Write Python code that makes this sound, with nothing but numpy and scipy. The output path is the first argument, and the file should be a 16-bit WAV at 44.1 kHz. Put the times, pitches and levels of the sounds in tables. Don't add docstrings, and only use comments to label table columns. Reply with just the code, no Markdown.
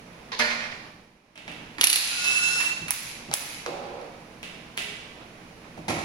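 import sys
import numpy as np
from scipy import signal
from scipy.fft import rfft, irfft, next_fast_len
from scipy.io import wavfile

SR = 44100
rng = np.random.default_rng(int(sys.argv[2]) if len(sys.argv) > 2 else 0)


def store_wav(level_fs):
    pcm = np.round(np.clip(np.atleast_2d(level_fs), -1, 1) * 32767)
    wavfile.write(sys.argv[1], SR, pcm.T.astype(np.int16))


N = 266584
TIME = np.arange(N) / SR


def gain_of(db):
    return 10 ** (np.asarray(db) / 20)


def unit_rms(x):
    return x / np.sqrt(np.mean(x ** 2) + 1e-20)


def curve_at(points, hz):
    f, value = np.transpose(points)
    return np.interp(np.log(hz + 1), np.log(f + 1), value)


def add(mix, s, sound):
    part = mix[..., max(round(s * SR), 0):][..., :sound.shape[-1]]
    part += sound[..., :part.shape[-1]]


def waver(n, per_s):
    knots = rng.standard_normal(int(n / SR * per_s) + 2)
    return np.interp(np.arange(n) / SR * per_s, np.arange(len(knots)), knots)


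def routing(direct_db):
    return gain_of([[direct_db], [0]])


def colour(x, eq, tilt_db=0, size=2048):
    hz = np.fft.rfftfreq(size, 1 / SR)
    db = curve_at(eq, hz) + tilt_db * np.log2(np.maximum(hz, 70))
    log_gain = np.log(gain_of(np.maximum(db - db.max(), -100)))
    log_response = np.conj(signal.hilbert(np.r_[log_gain, log_gain[-2:0:-1]]))
    taps = np.fft.ifft(np.exp(log_response)).real
    return signal.oaconvolve(x, taps)[:len(x)]


def hits(cues, eq, direct_db, modes=(), ring_db=0, ring_direct_db=0):
    length_s = max([t60 / 2 for _, _, t60 in modes] + [.15])
    out, t = np.zeros((2, N)), np.arange(int(length_s * SR)) / SR
    ring = sum(gain_of(db - 60 * t / t60) * np.exp(2j * np.pi * (hz * t + rng.random()))
               for hz, db, t60 in modes)
    push = 1. * (t == 0)
    scale = np.sqrt(.01 * SR / len(t))
    for s, db, contact_s, tilt_db in cues:
        envelope = np.exp(-np.minimum(t / contact_s, 50)) * (1 - np.exp(-8 * t / contact_s))
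        chatter = rng.choice([-1., 1.], len(t)) * envelope
        hit = routing(direct_db) * [unit_rms(colour(force, eq, tilt_db)) for force in (chatter, push)]
        if modes:
            rung = (ring * np.exp(2j * np.pi * rng.random())).real * np.tanh(t / contact_s)
            hit += routing(ring_direct_db) * gain_of(ring_db) * unit_rms(rung)
        add(out, s, gain_of(db) * scale * hit)
    return out


def scrape(eq, start_s, end_s, db, fade_db_per_s, tilt_db, direct_db, rough_db, catches_per_s=70):
    out, t = np.zeros((2, N)), np.arange(0, end_s - start_s, 1 / SR)
    catches = gain_of(rough_db * waver(len(t), catches_per_s))
    friction = unit_rms(colour(rng.standard_normal(len(t)) * catches, eq, tilt_db))
    edge_fades = np.clip(np.minimum(t, t[::-1]) / .006, 0, 1)
    add(out, start_s, routing(direct_db) * gain_of(db - fade_db_per_s * t) * edge_fades * friction)
    return out


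# (f/Hz, left-right correlation)
CORRELATION = [(30, 0.92), (150, 0.96), (300, 0.88), (600, 0.64), (1200, 0), (16000, 0.047)]


def narrow_bass(x):
    size = next_fast_len(x.shape[1], real=True)
    left, other = rfft(x, size)
    shared = np.clip(curve_at(CORRELATION, np.fft.rfftfreq(size, 1 / SR)), 0, 1)
    right = shared * left + np.sqrt(1 - shared ** 2) * other
    return irfft(np.array([left, right]), size)[:, :x.shape[1]]


# (f/Hz, relative level/dB)
AIR_EQ = [(20, -7.5), (60, -8.5), (100, -16), (170, 0.5), (250, -7.5), (600, -8.5), (1400, -16.5),
          (2400, -12.5), (3300, -21.5), (6000, -24), (8200, -35), (10600, -28), (12500, -40.5),
          (16000, -41)]
SHUFFLE_EQ = [(20, -24), (50, -4), (110, -4), (170, -4.5), (240, -1), (400, -10), (1000, -5.5),
              (4000, -18.5), (16000, -63)]
HUM_LINES = [(118, -60.5), (157, -74), (237, -58.5), (314, -62.5), (464, -64)]


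def room_bed(air_db=-48, hum_trim_db=-2, shuffle_db=-54, unrest_db=3, unrest_per_s=18):
    def stereo_noise(eq):
        channels = np.array([colour(rng.standard_normal(N), eq, size=8192) for _ in "LR"])
        return unit_rms(narrow_bass(channels))

    air, shuffle = stereo_noise(AIR_EQ), stereo_noise(SHUFFLE_EQ)
    hum = sum(gain_of(db) * np.sqrt(2) * np.sin(2 * np.pi * hz * TIME + .5 * waver(N, 5.9))
              for hz, db in HUM_LINES)
    shuffle *= gain_of(shuffle_db + unrest_db * waver(N, unrest_per_s))
    return gain_of(air_db) * air + gain_of(hum_trim_db) * hum + shuffle


# (t/s, level/dB, contact/s, tilt/dB per octave)
PIVOT_CLACKS = [(0.3180, -26, 0.002, 0.5), (0.3890, -23, 0.0051, 10)]
HANDLE_CLANK = [(0.3925, -21, 0.0087, -1.5)]
# (f/Hz, level/dB)
PIVOT_EQ = [(180, -49), (300, -30), (455, -1), (667, -21), (1040, 2.5), (1280, -17), (1900, -1.5),
            (2570, -10.5), (4300, -5), (6850, -21), (7690, -35), (10900, -32.5), (16000, -68)]
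HANDLE_EQ = [(88, -26), (150, -30), (197, -27), (231, -10), (270, -33.5), (466, -15), (675, -10.5),
             (1450, -6.5), (1630, -4.5), (1790, 0), (3490, -12), (5050, -14), (10800, -34), (16000, -61)]
# (f/Hz, level/dB, t60/s)
HANDLE_MODES = [(237, -20, 1.5), (464, -2, .4), (604, -6, .7), (942, -5, .4), (1438, 1, .8), (1715, -4, .4),
                (1805, -3, .8), (1841, -5, .8), (2133, -6, .4), (2364, -2, 1.2), (2583, -6, .4),
                (2972, -9, .7), (4210, -8, .6), (4667, -8, .6), (4936, -7, .55)]


def floor_jack():
    clacks = hits(PIVOT_CLACKS, PIVOT_EQ, direct_db=-13)
    clank = hits(HANDLE_CLANK, HANDLE_EQ, direct_db=-5.5,
                 modes=HANDLE_MODES, ring_db=-10.5, ring_direct_db=12)
    slide = scrape(HANDLE_EQ, start_s=.405, end_s=.76, db=-36, fade_db_per_s=37,
                   tilt_db=-1.4, direct_db=1.5, rough_db=6.5)
    return clacks + clank + slide


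# (t/s, level/dB, contact/s, tilt/dB per octave)
NUT_CLINKS = [(1.356, -43.5, 0.0028, -2), (1.3765, -39.5, 0.0018, -2), (1.4784, -32.5, 0.0023, -3.5),
              (1.5158, -41.5, 0.0015, -0.5), (4.4290, -32.5, 0.0024, -.5), (4.7715, -37.5, 0.0029, 5),
              (4.7758, -23.5, 0.00069, 0.7), (5.773, -55, 0.0021, 5)]
# (f/Hz, level/dB, t60/s)
NUT_EQ = [(120, -49), (200, -24), (316, -1), (401, -31.5), (509, -21), (623, -4.5), (1060, -9.5), (2800, 3),
          (4600, -9), (8580, -16), (10900, -13.5), (12200, -26), (14900, -24), (16000, -24)]
NUT_MODES = [(421, -3.5, 0.12), (2030, 2, 0.081), (2305, -0.5, 0.17), (2600, 0, 0.15), (2750, -12, 0.19)]


def lug_nuts():
    return hits(NUT_CLINKS, NUT_EQ, direct_db=-6, modes=NUT_MODES, ring_db=-8.5, ring_direct_db=-3)


# (t/s, level/dB, contact/s, tilt/dB per octave)
THUMPS_AND_BUMPS = [(1.472, -45, 0.0047, -8), (2.80, -36.5, 0.052, -6.5), (2.878, -42, 0.0055, 4),
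                    (3.28, -35, 0.029, -4), (5.775, -33.5, 0.01, -3.5), (5.881, -22, 0.01, 0.5)]
WHEEL_EQ = [(29, -51), (50, -17.5), (189, -4), (353, -6), (398, -14), (678, -6), (884, -9.5), (1540, -18.5),
            (2440, -11), (2750, -20), (6390, -24), (8340, -31.5), (10600, -26.5), (16000, -55.5)]
TYRE_MODES = [(156, 11, 0.14), (220, -7, 0.54), (266, -6, .25), (323, 9, 0.25)]


def thumps_and_wheel():
    low_hits = hits(THUMPS_AND_BUMPS, WHEEL_EQ, direct_db=-4.5,
                    modes=TYRE_MODES, ring_db=-5.5, ring_direct_db=-10)
    drag = scrape(WHEEL_EQ, start_s=5.892, end_s=6.05, db=-30.5, fade_db_per_s=54,
                  tilt_db=-.5, direct_db=-.5, rough_db=5)
    return low_hits + drag


TRIGGER_S, LOOSE_S, FREE_S, RELEASE_S = 1.78, 1.97, 2.24, 2.63


def run_envelope(threaded_db, free_db, fade_db_per_s, attack_s=.045, freeing_s=.018):
    attack = np.clip((TIME - TRIGGER_S) / attack_s, 0, 1)
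    free = np.clip((TIME - FREE_S) / freeing_s + .5, 0, 1)
    fade_db = fade_db_per_s * np.maximum(TIME - RELEASE_S, 0)
    return attack * gain_of(threaded_db + (free_db - threaded_db) * free - fade_db)


# (multiple of the whine pitch, level/dB, flutter as a share of pitch)
WHINE_PARTIALS = [(.547, -7, .018), (1, 0, .004), (1.52, -11, .005), (2, -7, .003), (2.52, -9, .01),
                  (3, -14, .004), (4, -9, .005)]
# (f/Hz, level/dB)
RASP_EQ = [(200, -29), (1000, -16.5), (1500, -13.5), (2500, -13), (4000, -11), (5200, -14), (6700, -11),
           (8300, -22), (10700, -11), (12500, -30), (15000, -45)]


def wrench_spin(motor_hz=2600, creep_hz_per_s=130, sag_hz=250, spin_up_s=.085, strain_db=8,
                wobble_share=.00187, wobble_db=3, wobble_per_s=32):
    loose_for_s = np.maximum(TIME - LOOSE_S, 0)
    load = np.exp(-loose_for_s / spin_up_s)
    pitch_hz = motor_hz + creep_hz_per_s * loose_for_s - sag_hz * load
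    pitch_hz *= 1 + wobble_share * waver(N, wobble_per_s)
    motor = run_envelope(threaded_db=-35, free_db=-29, fade_db_per_s=140)
    gears = run_envelope(threaded_db=-41, free_db=-38.5, fade_db_per_s=115)
    whine = np.zeros(N)
    for multiple, db, flutter in WHINE_PARTIALS:
        level = gain_of(db + wobble_db * waver(N, wobble_per_s)) * (motor if multiple == 1 else gears)
        hz = multiple * pitch_hz * (1 + flutter * waver(N, per_s=250))
        whine += (1 - load) * level * np.sin(2 * np.pi * np.cumsum(hz) / SR)
    strain = load * np.clip((TIME - TRIGGER_S) / (LOOSE_S - TRIGGER_S), 0, 1)
    rattle = rng.standard_normal(N) * np.exp(.47 * waver(N, per_s=150))
    rasp = unit_rms(colour(rattle, RASP_EQ)) * gain_of(strain_db * strain)
    rasp *= run_envelope(threaded_db=-35.5, free_db=-33, fade_db_per_s=190)
    return routing(direct_db=7) * whine + routing(direct_db=-4) * rasp


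# (f/Hz, level/dB)
SOCKET_CLICKS = [(1.783, -31, 0.002, -3), (1.832, -14.5, 0.004, 0.5), (2.600, -25.5, .014, 1.5),
                 (2.882, -32, 0.0031, 0.5), (2.9068, -16.5, 0.001, 6), (3.3388, -17.5, 0.00036, 5),
                 (3.3412, -20.5, 0.002, 9), (3.408, -38, .004, -5)]
SOCKET_EQ = [(70, -39), (180, -13), (300, 8), (519, -30), (584, -2.5), (774, -1), (961, 4.5), (1660, 2),
             (2400, 6.5), (2980, -1.5), (6740, -9), (8360, -16.5), (10600, -6), (14000, -24.5),
             (16000, -19.5)]


def socket():
    return hits(SOCKET_CLICKS, SOCKET_EQ, direct_db=-2)


# (f/Hz, level/dB, t60/s)
HAMMER_EQ = [(180, -63), (300, -36), (440, -20.5), (486, -19.5), (994, -20.5), (1280, -14.5), (1610, -11),
             (2740, 3), (3130, -3.5), (4160, 0), (8220, -9.5), (10700, 3), (12300, -9), (16000, -20)]
ANVIL_MODES = [(3623, -7, .4), (3688, -6, .4), (4070, -4, .3), (4172, 0, .35), (4277, -4, .4),
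               (4380, -5, .4), (4550, -3, .4), (4753, 0, .35), (4890, -6, .4), (5603, -8, .4),
               (8937, -10, .3), (10180, -9, .25)]


def wrench_hammer(start_s=1.811, per_s=34.1, count=6, contact_s=.0034,
                  slack_db=-18, slack_tilt_db=-4.5, full_db=-9, ease_db=-1.2, tilt_db=-.4):
    cues = [(start_s, slack_db, contact_s, slack_tilt_db)]
    cues += [(start_s + k / per_s, full_db + ease_db * (k - 1), contact_s, tilt_db)
             for k in range(1, count)]
    return hits(cues, HAMMER_EQ, direct_db=4, modes=ANVIL_MODES, ring_db=-13.5, ring_direct_db=6)


# (f/Hz, level/dB)
HOUSING_KNOCKS = [(3.3135, -31, 0.0016, 4), (3.326, -29.5, 0.013, 5), (3.662, -27.5, 0.0012, 2),
                  (3.678, -30, 0.0065, -4), (4.012, -42, .004, 2)]
HOUSING_EQ = [(71, -65), (120, -25.5), (529, -2.5), (583, -7.5), (840, -6.5), (1960, -22), (2420, -18),
              (3000, -25.5), (4410, -27), (10700, -48.5), (12000, -44.5), (15600, -76), (22000, -120)]


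def wrench_put_down():
    knocks = hits(HOUSING_KNOCKS, HOUSING_EQ, direct_db=-2)
    skid = scrape(HOUSING_EQ, start_s=3.69, end_s=4.07, db=-35.5, fade_db_per_s=28.5,
                  tilt_db=-1.5, direct_db=-8.5, rough_db=3.5)
    return knocks + skid


# (f/Hz, t60/s)
GARAGE_DECAY = [(100, 1.4), (250, 0.75), (550, 1), (1400, 1.05), (2600, 1.135), (5000, 1.07), (10000, 0.7),
                (16000, 0.38)]


def garage(direct, send, early_db, early_s, build_s=.0016):
    t = np.arange(int(1.5 * SR)) / SR

    def echoes(density):
        return narrow_bass(rng.standard_normal((2, len(t))) * (rng.random((2, len(t))) < density))

    tail_density = 5000 / SR + t
    hz, when, bands = signal.stft(echoes(tail_density) / np.sqrt(tail_density), SR, nperseg=256)
    decay = gain_of(-60 * when / curve_at(GARAGE_DECAY, hz)[:, None])
    tail = signal.istft(bands * decay, SR, nperseg=256)[1][:, :len(t)]
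    tail = unit_rms(tail * (1 - np.exp(-t / build_s))) / np.sqrt(len(t))
    early = gain_of(early_db) * unit_rms(echoes(2000 / SR) * np.exp(-t / early_s)) / np.sqrt(len(t))
    reflections = signal.oaconvolve(direct[None], early, axes=1)[:, :N]
    reverb = signal.oaconvolve(send[None], tail, axes=1)[:, :N]
    arrival = np.array([direct, np.roll(direct, 9)])
    return arrival + reflections + reverb


def scene(dip_db=-12.5, dip_times_s=(.86, 1.2, 1.35, 1.5)):
    jack_bus = floor_jack()
    wrench_bus = wrench_hammer() + wrench_spin() + socket()
    handling_bus = lug_nuts() + wrench_put_down() + thumps_and_wheel()
    dip = gain_of(np.interp(TIME, dip_times_s, [0, dip_db, dip_db, 0]))
    return (dip * (garage(*jack_bus, early_db=5, early_s=.016) + room_bed())
            + garage(*wrench_bus, early_db=-3.5, early_s=.034)
            + garage(*handling_bus, early_db=-5.5, early_s=.005))


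def gain_control(x, threshold_db=-14, share=.55, recovery_db_per_s=38, attack_s=.003):
    edge_db = 20 * np.log10(abs(np.diff(x, prepend=0)).max(0) + 1e-9)
    over_db = np.maximum(edge_db - threshold_db, 0)
    recovery_db = TIME * recovery_db_per_s
    duck_db = np.maximum.accumulate(share * over_db + recovery_db) - recovery_db
    pole = np.exp(-1 / (attack_s * SR))
    return x / gain_of(signal.lfilter([1 - pole], [1, -pole], duck_db))


# (f/Hz, left minus right level/dB)
PORT_BALANCE = [(100, 0), (380, -4.5), (900, -5.5), (2600, -7), (3600, -2), (5000, 2), (7000, 7),
                (8300, 3.5), (9600, -15), (10800, -10.5), (12500, -11), (14000, -5), (16000, 24)]


def record(dry, cutoff_hz=16100):
    size = next_fast_len(N + 4096)
    ratio = gain_of(curve_at(PORT_BALANCE, np.fft.rfftfreq(size, 1 / SR)))
    ports = np.array([ratio, np.ones_like(ratio)]) * np.sqrt(2 / (1 + ratio ** 2))
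    coloured = irfft(rfft(dry, size) * ports, size)[:, :N]
    clipped = np.tanh(gain_control(coloured))
    low_pass = signal.firwin(255, cutoff_hz, window=("kaiser", 9), fs=SR)
    return signal.oaconvolve(clipped, low_pass[None], "same")


dry = scene()
out = record(dry)
store_wav(out)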